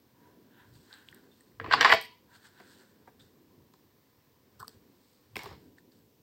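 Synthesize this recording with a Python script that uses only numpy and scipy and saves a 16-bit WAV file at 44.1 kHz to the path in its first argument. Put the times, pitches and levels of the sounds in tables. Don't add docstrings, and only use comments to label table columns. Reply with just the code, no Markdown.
import sys
import numpy as np
from scipy import signal
from scipy.fft import rfft, irfft, next_fast_len
from scipy.io import wavfile
from scipy.ndimage import map_coordinates

SR = 44100
rng = np.random.default_rng(int(sys.argv[2]) if len(sys.argv) > 2 else 0)


def master(y):
    cut = np.clip(np.atleast_2d(y).T, -1, 1)
    pcm = np.round(cut * 32767)
    wavfile.write(sys.argv[1], SR, pcm.astype(np.int16))


def volts(x):
    e = np.asarray(x, float) / 20
    return 10 ** e


N = 274610

# frequency in Hz, level in dB per Hz.
HANDLE_COLOUR = [(290, -37.5), (500, -12), (581, -30.5), (665, -6), (925, -10), (1080, -1.5), (1400, -13),
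                 (1760, -4.5), (3000, -15.5), (3900, -47.5), (6600, -120)]
# frequency in Hz, level in dB per Hz.
TABLE_COLOUR = [(250, -38.5), (500, -10.5), (620, -13.5), (1040, 0.5), (1350, -8.5), (1800, -6),
                (2280, -10.5), (3000, -22.5)]
# frequency in Hz, level in dB per Hz.
TABLE_BRIGHT = [(1760, -34.5), (3000, -5.5), (4320, -2), (5480, -5.5), (6040, -19.5), (7400, -14.5),
                (8520, -16), (9460, -27.5), (12800, -19.5), (16000, -20.5)]


def unit(x):
    return x / np.sqrt(np.mean(x ** 2) + 1e-20)


def along(points, hz):
    point_hz, value = np.transpose(points)
    return np.interp(np.log(hz + 1), np.log(point_hz + 1), value)


def filtered(x, colour):
    m = next_fast_len(N + 8192)
    gain = volts(along(colour, np.fft.rfftfreq(m, 1 / SR)))
    return irfft(rfft(x, m) * gain, m)[..., :N]


def curves(rows):
    s, *columns = np.transpose(rows)
    return [np.interp(np.arange(N) / SR, s, column) for column in columns]


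def swells(rows):
    t, power = np.arange(0, N + 64, 64) / SR, 0
    for s, rise, fall, *db in rows:
        distance = np.where(t < s, (s - t) / rise, (t - s) / fall)
        power = power + volts(np.array(db)[:, None] - 20 * distance) ** 2
    return [np.interp(np.arange(N) / SR, t, np.sqrt(p)) for p in power]


def wobble(rate):
    knots = rng.standard_normal(int(N * rate / SR) + 4)
    return 1.6 * np.tanh(map_coordinates(knots, [np.arange(N) * rate / SR]) / 1.6)


def noise(colour, grain_db=0, rate=300):
    grains = volts(grain_db * wobble(rate)) if grain_db else 1
    return unit(filtered(rng.standard_normal(N) * grains, colour))


def contacts(rows, body, steel, ring_db, body_db, steel_db, thud_db, grows, weight_db, snap, rise, spread, rough):
    # frequency in Hz, level in dB per Hz.
    thud_colour = [(41, -40), (70, -17), (123, -8), (230, -13), (400, -6.5), (438, -1), (600, -24.5),
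                   (780, -54), (1320, -120)]
    out, t = np.zeros(N + SR), np.arange(SR // 8) / SR
    shake, click, thud = (np.pad(noise(c), (0, SR)) for c in (body, steel, thud_colour))
    flutter = np.pad(1 - rough + rough * wobble(700), (0, SR))
    for s, db, hz, click_db, t60 in rows:
        start = round(s * SR)
        at = slice(start, start + len(t))
        fade = volts(-60 * t / t60) * (1 - np.exp(-t * hz / rise)) ** 2
        mode = np.sin(2 * np.pi * hz * t)
        below = np.sin(2 * np.pi * hz * (1 - spread) * t)
        above = np.sin(2 * np.pi * hz * (1 + 1.3 * spread) * t)
        ring = volts(ring_db) * (mode + 2 * spread * (below - above)) * flutter[at]
        tone = fade * (ring + volts(body_db) * shake[at])
        click_fade = volts(click_db + steel_db - 60 * t / (snap * t60))
        sharp = click_fade * (1 - np.exp(-t / 0.000077)) ** 2 * click[at]
        low_db = thud_db + grows * db - weight_db * np.log2(hz / 1000)
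        low = volts(low_db - 60 * t / 0.06) * (1 - np.exp(-t / 0.0024)) ** 2 * thud[at]
        out[at] += volts(db) * (tone + sharp) + low
    return out[:N]


def hum():
    # time in seconds, level in dB.
    house = [(0, -71), (.1, -70.5), (.39, -58.5), (.46, -64.5), (.98, -69), (1.28, -62), (1.4, -69),
             (2.5, -73), (2.65, -66), (2.97, -64), (3.16, -71), (3.38, -65), (3.85, -69), (4.25, -80),
             (4.75, -65), (5.2, -74.5), (5.62, -60), (6.23, -71)]
    # time in seconds, rumble in dB, hollow note in dB.
    bumps = [(.14, -73, -99), (.21, -90, -68), (.28, -64.5, -65), (.62, -63, -64.5), (.765, -54.5, -76),
             (1.13, -63.5, -80), (1.67, -48, -99), (1.74, -55.5, -99), (2.12, -88, -63.5), (2.33, -68, -69),
             (2.6, -68, -67), (3.08, -84, -75), (3.23, -65, -87), (3.61, -62.5, -76), (4.36, -79, -76.5),
             (4.61, -61, -99), (4.77, -63, -86), (5.39, -54.5, -99), (5.53, -49, -99), (5.711, -62, -93),
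             (6.05, -63, -82.5)]
    # frequency in Hz, level in dB per Hz.
    rumble_colour = [(15, -35), (25, -17), (52, -6), (102, 3.5), (151, -2), (170, -7.5), (220, -36.5),
                     (370, -120)]
    hollow_colour = [(700, -41), (900, -9), (980, 5), (1060, -13), (1300, -31.5)]
    drone_colour = [(100, -36), (170, -5), (291, -1), (329, -4.5), (418, -5.5), (553, -15), (605, -18),
                    (800, -21), (1040, -48.5), (1760, -120)]
    rise_s, fall_s = 0.14, 0.086
    steady_rumble_db, hollow_under_house_db = -72, -19
    house_db, = curves(house)
    shock, boom = swells([(s, rise_s, fall_s, *db) for s, *db in bumps])
    rumble_gain = np.hypot(shock, volts(steady_rumble_db + 0.76 * wobble(5.4)))
    hollow_gain = np.hypot(boom, volts(house_db + hollow_under_house_db + 2.4 * wobble(24)))
    drone = volts(house_db + 2.2 * wobble(10)) * noise(drone_colour)
    return rumble_gain * noise(rumble_colour) + hollow_gain * noise(hollow_colour) + drone


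def rustle():
    # peak time, rise and fall in seconds, sleeve in dB, finger in dB.
    strokes = [(.27, 0.29, 0.25, -72, -98), (.6, 0.13, 0.13, -59, -85), (.755, 0.039, 0.049, -70, -63.5),
               (.84, 0.31, 0.62, -96, -67.5), (.928, 0.016, 0.06, -63, -71), (.96, 0.15, 0.21, -57.5, -67),
               (1.086, 0.026, 0.036, -76, -63), (1.126, 0.016, 0.11, -66, -80.5),
               (1.18, 0.088, 0.18, -65.5, -76), (1.34, 0.12, 0.59, -81, -73),
               (2.356, 0.062, 0.05, -56, -59.5), (2.456, 0.079, 0.1, -58.5, -60.5),
               (2.59, 0.16, 0.42, -61, -79), (2.74, 0.33, 0.23, -70, -62), (2.84, 0.25, 0.1, -66, -71),
               (3.072, .01, 0.094, -71.5, -91.5), (3.197, 0.0072, 0.19, -70.5, -67),
               (4.74, 0.24, 0.056, -70, -67), (5.1, 0.32, 0.41, -88, -71),
               (5.62, 0.064, 0.26, -74.5, -73.5), (5.784, 0.016, 0.031, -66, -66),
               (5.918, .008, 0.24, -76.5, -72),]
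    # frequency in Hz, level in dB per Hz.
    sleeve_colour = [(410, -44), (700, -10), (979, -4), (1170, -11), (1550, 5), (1790, 0), (2300, -14.5),
                     (4000, -11), (5200, -38.5), (8800, -120)]
    skin_colour = [(1530, -36), (2600, -14), (3890, -4), (4430, -1), (6090, -12.5), (8010, -5.5),
                   (9260, -11.5), (10500, -28.5), (12700, -15.5), (16000, -24)]
    sleeve, finger = swells(strokes)
    unsteady = wobble(30)
    cloth = sleeve * volts(1.9 * unsteady) * noise(sleeve_colour, grain_db=0.5, rate=560)
    return cloth + finger * volts(1.2 * unsteady) * noise(skin_colour, grain_db=3.0, rate=440)


def thread():
    # peak time, rise and fall in seconds, level in dB.
    rubs = [(.58, 0.14, 0.13, -69), (.76, .03, .12, -73), (.97, .12, 0.18, -66), (1.09, .02, .1, -71),
            (1.33, .04, .1, -74), (2.35, .05, 0.068, -67), (2.45, .06, .1, -69), (2.6, .05, .1, -72),
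            (2.75, .2, 0.16, -70), (5.4, .04, .25, -60)]
    # frequency in Hz, level in dB per Hz.
    weave_colour = [(1500, -42), (2300, -8), (3200, 2), (3900, -6), (4800, -32), (9500, -40), (12000, -14),
                    (14000, -6), (16000, -10.5)]
    return swells(rubs)[0] * noise(weave_colour, grain_db=3.0, rate=300)


def ticks():
    # start in seconds, level in dB, ring in Hz,
    # click in dB, 60 dB decay in seconds.
    touches = [(.928, -43, 3700, -28, .0094), (.9282, -48, 4450, -28, 0.011), (.939, -41, 4000, -25, .0075),
               (.940, -53.5, 7560, -25, .011), (1.087, -33, 3140, -25.5, .004),
               (1.114, -58, 8600, 4, .0075), (1.127, -41.5, 1810, -26, .012),
               (1.146, -51.5, 8360, -7, .0085), (1.1461, -50.5, 12700, -25, .009),
               (1.315, -68, 3590, -11, .11), (1.407, -59, 1840, -15, .018), (1.408, -52, 8360, -11.5, .011),
               (1.518, -62, 1900, -10, .01), (1.745, -66, 7500, 16, .05), (1.809, -58.5, 7500, 20, .03),
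               (1.812, -66.5, 7500, 16, 0.25), (1.847, -60, 7500, 13.5, .04), (1.858, -66, 7497, 13, .12),
               (1.893, -66, 7700, 14, .15), (1.908, -64, 7700, 16, .1), (1.918, -66, 7800, 14, .15),
               (1.923, -46.5, 7500, 5.5, .028), (1.936, -55, 7360, 13.5, .067), (1.943, -64, 7400, 16, .12),
               (2.012, -61.5, 4000, 19, .06), (2.025, -61.5, 4000, 14.5, .026), (2.036, -65, 3954, 9, .12),
               (2.05, -68, 4000, 10, .15), (3.198, -59, 3500, -14, .03), (3.201, -64, 3750, -23, .07),
               (3.207, -61, 3600, -25, .06), (5.359, -58, 5200, 12, .03), (5.379, -52, 4490, 7.5, .01),
               (5.383, -58, 4000, 8, .015), (5.434, -52, 5180, 14, .012), (5.444, -52, 4810, 9, .0085),
               (5.783, -49.5, 1802, -19, .022), (5.921, -54, 4410, -19, .0088)]
    # frequency in Hz, level in dB per Hz.
    nail_colour = [(3240, -33), (5500, -3), (6970, -13), (8560, -0.5), (9960, -13), (13000, 0),
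                   (15000, -4.5), (16000, -8.5)]
    body = TABLE_COLOUR + TABLE_BRIGHT[2:4] + [(7000, -59.0)]
    return contacts(touches, body, nail_colour, ring_db=8.0, body_db=-15, steel_db=3.5, thud_db=-44.5,
                    grows=0.99, weight_db=6.0, snap=0.48, rise=0.8, spread=0.091, rough=0.21)


def rings():
    # start in seconds, level in dB, frequency in Hz, 60 dB decay in seconds.
    modes = [(1.6451, -42, 445, .06), (1.7241, -24, 4680, .02), (1.7351, -22, 820, .06),
             (1.7366, -19, 4650, .025), (1.7451, -25, 4650, .02), (1.7721, -30, 1420, .08),
             (1.8091, -19, 5700, 0.014), (1.8093, -30, 7550, .03), (1.8121, -24, 2280, .06),
             (1.8301, -34, 500, .1), (1.8476, -20, 4598, .03), (1.8481, -13, 1263, .08),
             (1.8491, -22, 986.5, .18), (1.8901, -34, 491, .1), (1.9261, -17, 1030, .08),
             (1.9301, -18, 666, 0.11), (1.9311, -32, 440.8, .2), (1.9321, -30, 2243, 0.22),
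             (1.9331, -36, 1976, .2), (1.9701, -48, 980, .4), (2.0401, -46, 1940, .12),
             (4.5981, -56.5, 4340, 0.031), (4.5983, -58, 4900, .03), (4.6001, -58, 8000, .03),
             (4.6003, -54, 14580, 0.026), (4.6801, -43, 8000, .012), (4.6803, -49, 11500, .008),
             (4.6805, -47, 14000, .008), (5.3581, -41, 1050, .05), (5.3666, -33, 5300, 0.013),
             (5.3668, -42, 8400, .012), (5.3911, -45, 7500, .014), (5.4341, -49, 3500, .012),
             (5.4351, -46, 8400, .012), (5.4441, -52, 4000, .012), (5.4671, -51, 3580, .02),
             (5.4761, -50, 5250, .014)]
    out, t = np.zeros(N + SR), np.arange(SR // 3) / SR
    for s, db, hz, t60 in modes:
        fade = volts(db - 60 * t / t60) * (1 - np.exp(-t * hz / 1.5))
        out[round(s * SR):][:len(t)] += fade * np.sin(2 * np.pi * hz * t)
    return out[:N]


def lay_down():
    # start in seconds, level in dB, ring in Hz, click in dB, 60 dB decay in seconds.
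    landings = [(5.356, -33, 1000, -12, 0.038), (5.357, -20.5, 2540, -11, 0.009),
                (5.3665, -15.5, 2156, -1, 0.01), (5.3905, -32, 2216, -5, 0.03),
                (5.436, -35, 777, -23, 0.034), (5.458, -27.5, 896, -11, 0.027),
                (5.466, -42, 608, -15, 0.019), (5.476, -44, 5200, -6, 0.012), (5.511, -31, 802, -26, 0.013),
                (5.518, -42.5, 603, -22.5, 0.016), (5.529, -47.5, 600, -23, 0.035)]
    knuckle = [(2.5991, -45, 1547, -17, 0.04), (2.6001, -40, 710, -15, 0.035), (3.0731, -46, 930, -28, .06),
               (3.0745, -52, 1600, -28, .04), (3.0771, -52, 750, -28, 0.056),
               (3.7371, -49, 1000, -0.5, 0.028)]
    # time in seconds, scrape in dB.
    settling = [(5.35, -77.5), (5.37, -60.5), (5.42, -48), (5.47, -53.5), (5.53, -56.5), (5.6, -77.5),
                (5.7, -88.5)]
    low_slide = noise(TABLE_COLOUR + [(4000, -49.5)], grain_db=3, rate=670)
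    slide = low_slide + volts(-7.0) * noise(TABLE_BRIGHT, grain_db=1.5, rate=490)
    knocks = contacts(landings + knuckle, TABLE_COLOUR + [(4000, -29)], TABLE_BRIGHT, ring_db=-0.8,
                      body_db=-9.5, steel_db=-2.5, thud_db=-22, grows=0.74, weight_db=7, snap=0.48,
                      rise=1.4, spread=0.21, rough=0.093)
    return knocks + volts(curves(settling)[0]) * slide


def snip():
    # start in seconds, level in dB, ring in Hz, click in dB, 60 dB decay in seconds.
    bites = [(4.593, -55, 1098, -5, .05), (4.596, -42.5, 1055, -11.5, 0.043),
             (4.601, -36, 1260, -10.5, 0.022), (4.606, -38, 1470, -23.5, 0.039),
             (4.611, -44, 1410, -13, 0.037), (4.618, -39, 1256, -22, 0.027),
             (4.6277, -22.5, 1064, -30.5, 0.02), (4.635, -44, 1190, -32, .015),
             (4.644, -39.5, 1229, -20, 0.031), (4.672, -49, 8900, -19, 0.014),
             (4.680, -30, 4870, -3.5, 0.0091), (4.692, -59, 3290, 6, 0.026)]
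    # frequency in Hz, level in dB per Hz.
    blade_colour = [(1760, -53), (3000, -14), (3700, -11), (4800, -3.5), (6710, -18), (8230, -0.5),
                    (10100, -37), (11000, -9), (12900, -19), (14400, -3.5), (16000, -19.5)]
    body = HANDLE_COLOUR[:7] + [(1750, -9), (2100, -42), (3000, -90)]
    return contacts(bites, body, blade_colour, ring_db=1.5, body_db=-14, steel_db=0.5, thud_db=-65.5,
                    grows=0, weight_db=-3, snap=0.89, rise=1.7, spread=0.13, rough=0.086)


def pick_up():
    # start in seconds, level in dB, ring in Hz, click in dB, 60 dB decay in seconds.
    blows = [(1.599, -21, 1610, -23, 0.021), (1.612, -34.5, 1730, -23, 0.029),
             (1.643, -29, 1000, -19, 0.047), (1.661, -28, 1100, -21.5, 0.034),
             (1.678, -32.5, 641, -23.5, 0.018), (1.711, -15, 1580, -18, 0.07),
             (1.724, -12.5, 1538, -8, 0.032), (1.7335, -8, 1483, -12, 0.037),
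             (1.737, -4, 1090, -15.5, 0.015), (1.745, -13, 1000, -17, 0.023), (1.752, -19, 1210, -20, .015),
             (1.766, -24, 1500, -15, .02), (1.778, -21, 1420, -18, .03), (1.786, -20, 1650, -18, .02),
             (1.797, -24, 1500, -12, .015), (1.804, -18.5, 1630, -16, .025),
             (1.8095, -8, 1623, -5.5, 0.027), (1.815, -11, 1865, -12, 0.055),
             (1.8285, -7.5, 1700, -11, 0.009), (1.847, 2, 1750, -14.5, .016),
             (1.848, -2.5, 1038, -23.5, .06), (1.8525, -6.5, 1148, -14, .012),
             (1.859, -12.5, 1250, -20.5, .03), (1.871, -18.5, 1090, -18, .03),
             (1.882, -16.5, 1560, -15.5, 0.014), (1.895, -18, 2000, -8, .015),
             (1.9005, -8, 1974, -29, 0.046), (1.914, -11.5, 1898, -17, 0.033),
             (1.9225, -6, 1947, -13, 0.032), (1.926, -4, 1450, -11, 0.018), (1.918, -12, 1960, -10, .02),
             (1.9365, 0, 800, -14, 0.006), (1.939, -12, 1000, -14, .015), (1.941, -15.5, 667, -26, 0.046)]
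    # time in seconds, scrape in dB.
    drag = [(1.59, -110), (1.61, -58), (1.695, -47), (1.725, -30.5), (1.775, -43.5), (1.84, -28.5),
            (1.925, -24), (1.96, -40.5), (2.2, -110)]
    # frequency in Hz, level in dB per Hz.
    handle_bright = [(1760, -36.5), (3000, 0.5), (4170, -4.5), (4630, -2), (5070, -9), (6530, -26.5),
                     (7510, -22), (9800, -42.5), (13200, -44), (16000, -52)]
    scrape_db, = curves(drag)
    steel_gain = volts(0.23 * scrape_db - 1.5)
    chatter = noise(HANDLE_COLOUR, grain_db=2.0, rate=180)
    chatter = chatter + steel_gain * noise(handle_bright, grain_db=6.5, rate=450)
    knocks = contacts(blows, HANDLE_COLOUR, handle_bright, ring_db=-2.0, body_db=-10.5, steel_db=-1.0,
                      thud_db=-43, grows=-0.22, weight_db=0.5, snap=.8, rise=0.68, spread=.16, rough=.12)
    return knocks + volts(scrape_db) * chatter


def room(x):
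    # frequency in Hz, 60 dB decay in seconds, level in dB.
    walls = [(70, .2, -22), (150, .5, -3), (463, 0.2, 6), (1000, .25, -6), (1500, .25, -9), (2100, .33, -2),
             (3500, .38, 1), (5000, .35, 3), (8000, .25, 3), (13000, .18, 1.5)]
    out, hop = np.zeros(N + SR), SR // 12
    hz, t, z = signal.stft(rng.standard_normal((N // hop + 1, SR // 3)), SR, nperseg=256)
    t60, db = (along([(w[0], w[k]) for w in walls], hz)[:, None] for k in (1, 2))
    tails = signal.istft(z * volts(db - 60 * t / t60), SR, nperseg=256)[1]
    for start, tail in zip(range(0, N, hop), tails):
        wet = signal.fftconvolve(x[start:start + hop], tail / np.linalg.norm(tail))
        out[start + 200:][:len(wet)] += wet
    return out[:N]


def scene():
    lifted, laid, cut, small, ringing = pick_up(), lay_down(), snip(), ticks(), rings()
    to_walls = volts(-8.5) * lifted + volts(-7) * laid + volts(-19) * cut + volts(-13) * small + volts(-12) * ringing
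    direct = lifted + laid + cut + small + ringing
    return (direct + room(to_walls) + rustle() + hum() + thread())[None]


def band_limit(x):
    return signal.sosfilt(signal.butter(12, 16490, fs=SR, output="sos"), x)


def record(dry):
    # frequency in Hz, gain in dB.
    microphone = [(20, -13), (45, -5), (80, -2), (200, 1), (15900, -2.5), (16500, -31.5), (17500, -70)]
    # frequency in Hz, level in dB per
    # Hz.
    hiss_colour = [(88, -41), (150, -13.5), (220, -0.5), (330, -9), (500, -5.5), (620, -15), (950, -17.5),
                   (1400, -23), (3100, -21), (5600, -21.5), (6500, -25), (8500, -26.5), (9900, -32),
                   (11800, -24), (14500, -18.5), (15900, -18), (16200, -50.5)]
    hiss_db = -69.5
    heard = filtered(dry, microphone) + volts(hiss_db) * noise(hiss_colour)
    return band_limit(heard)


dry = scene()
out = record(dry)
master(out)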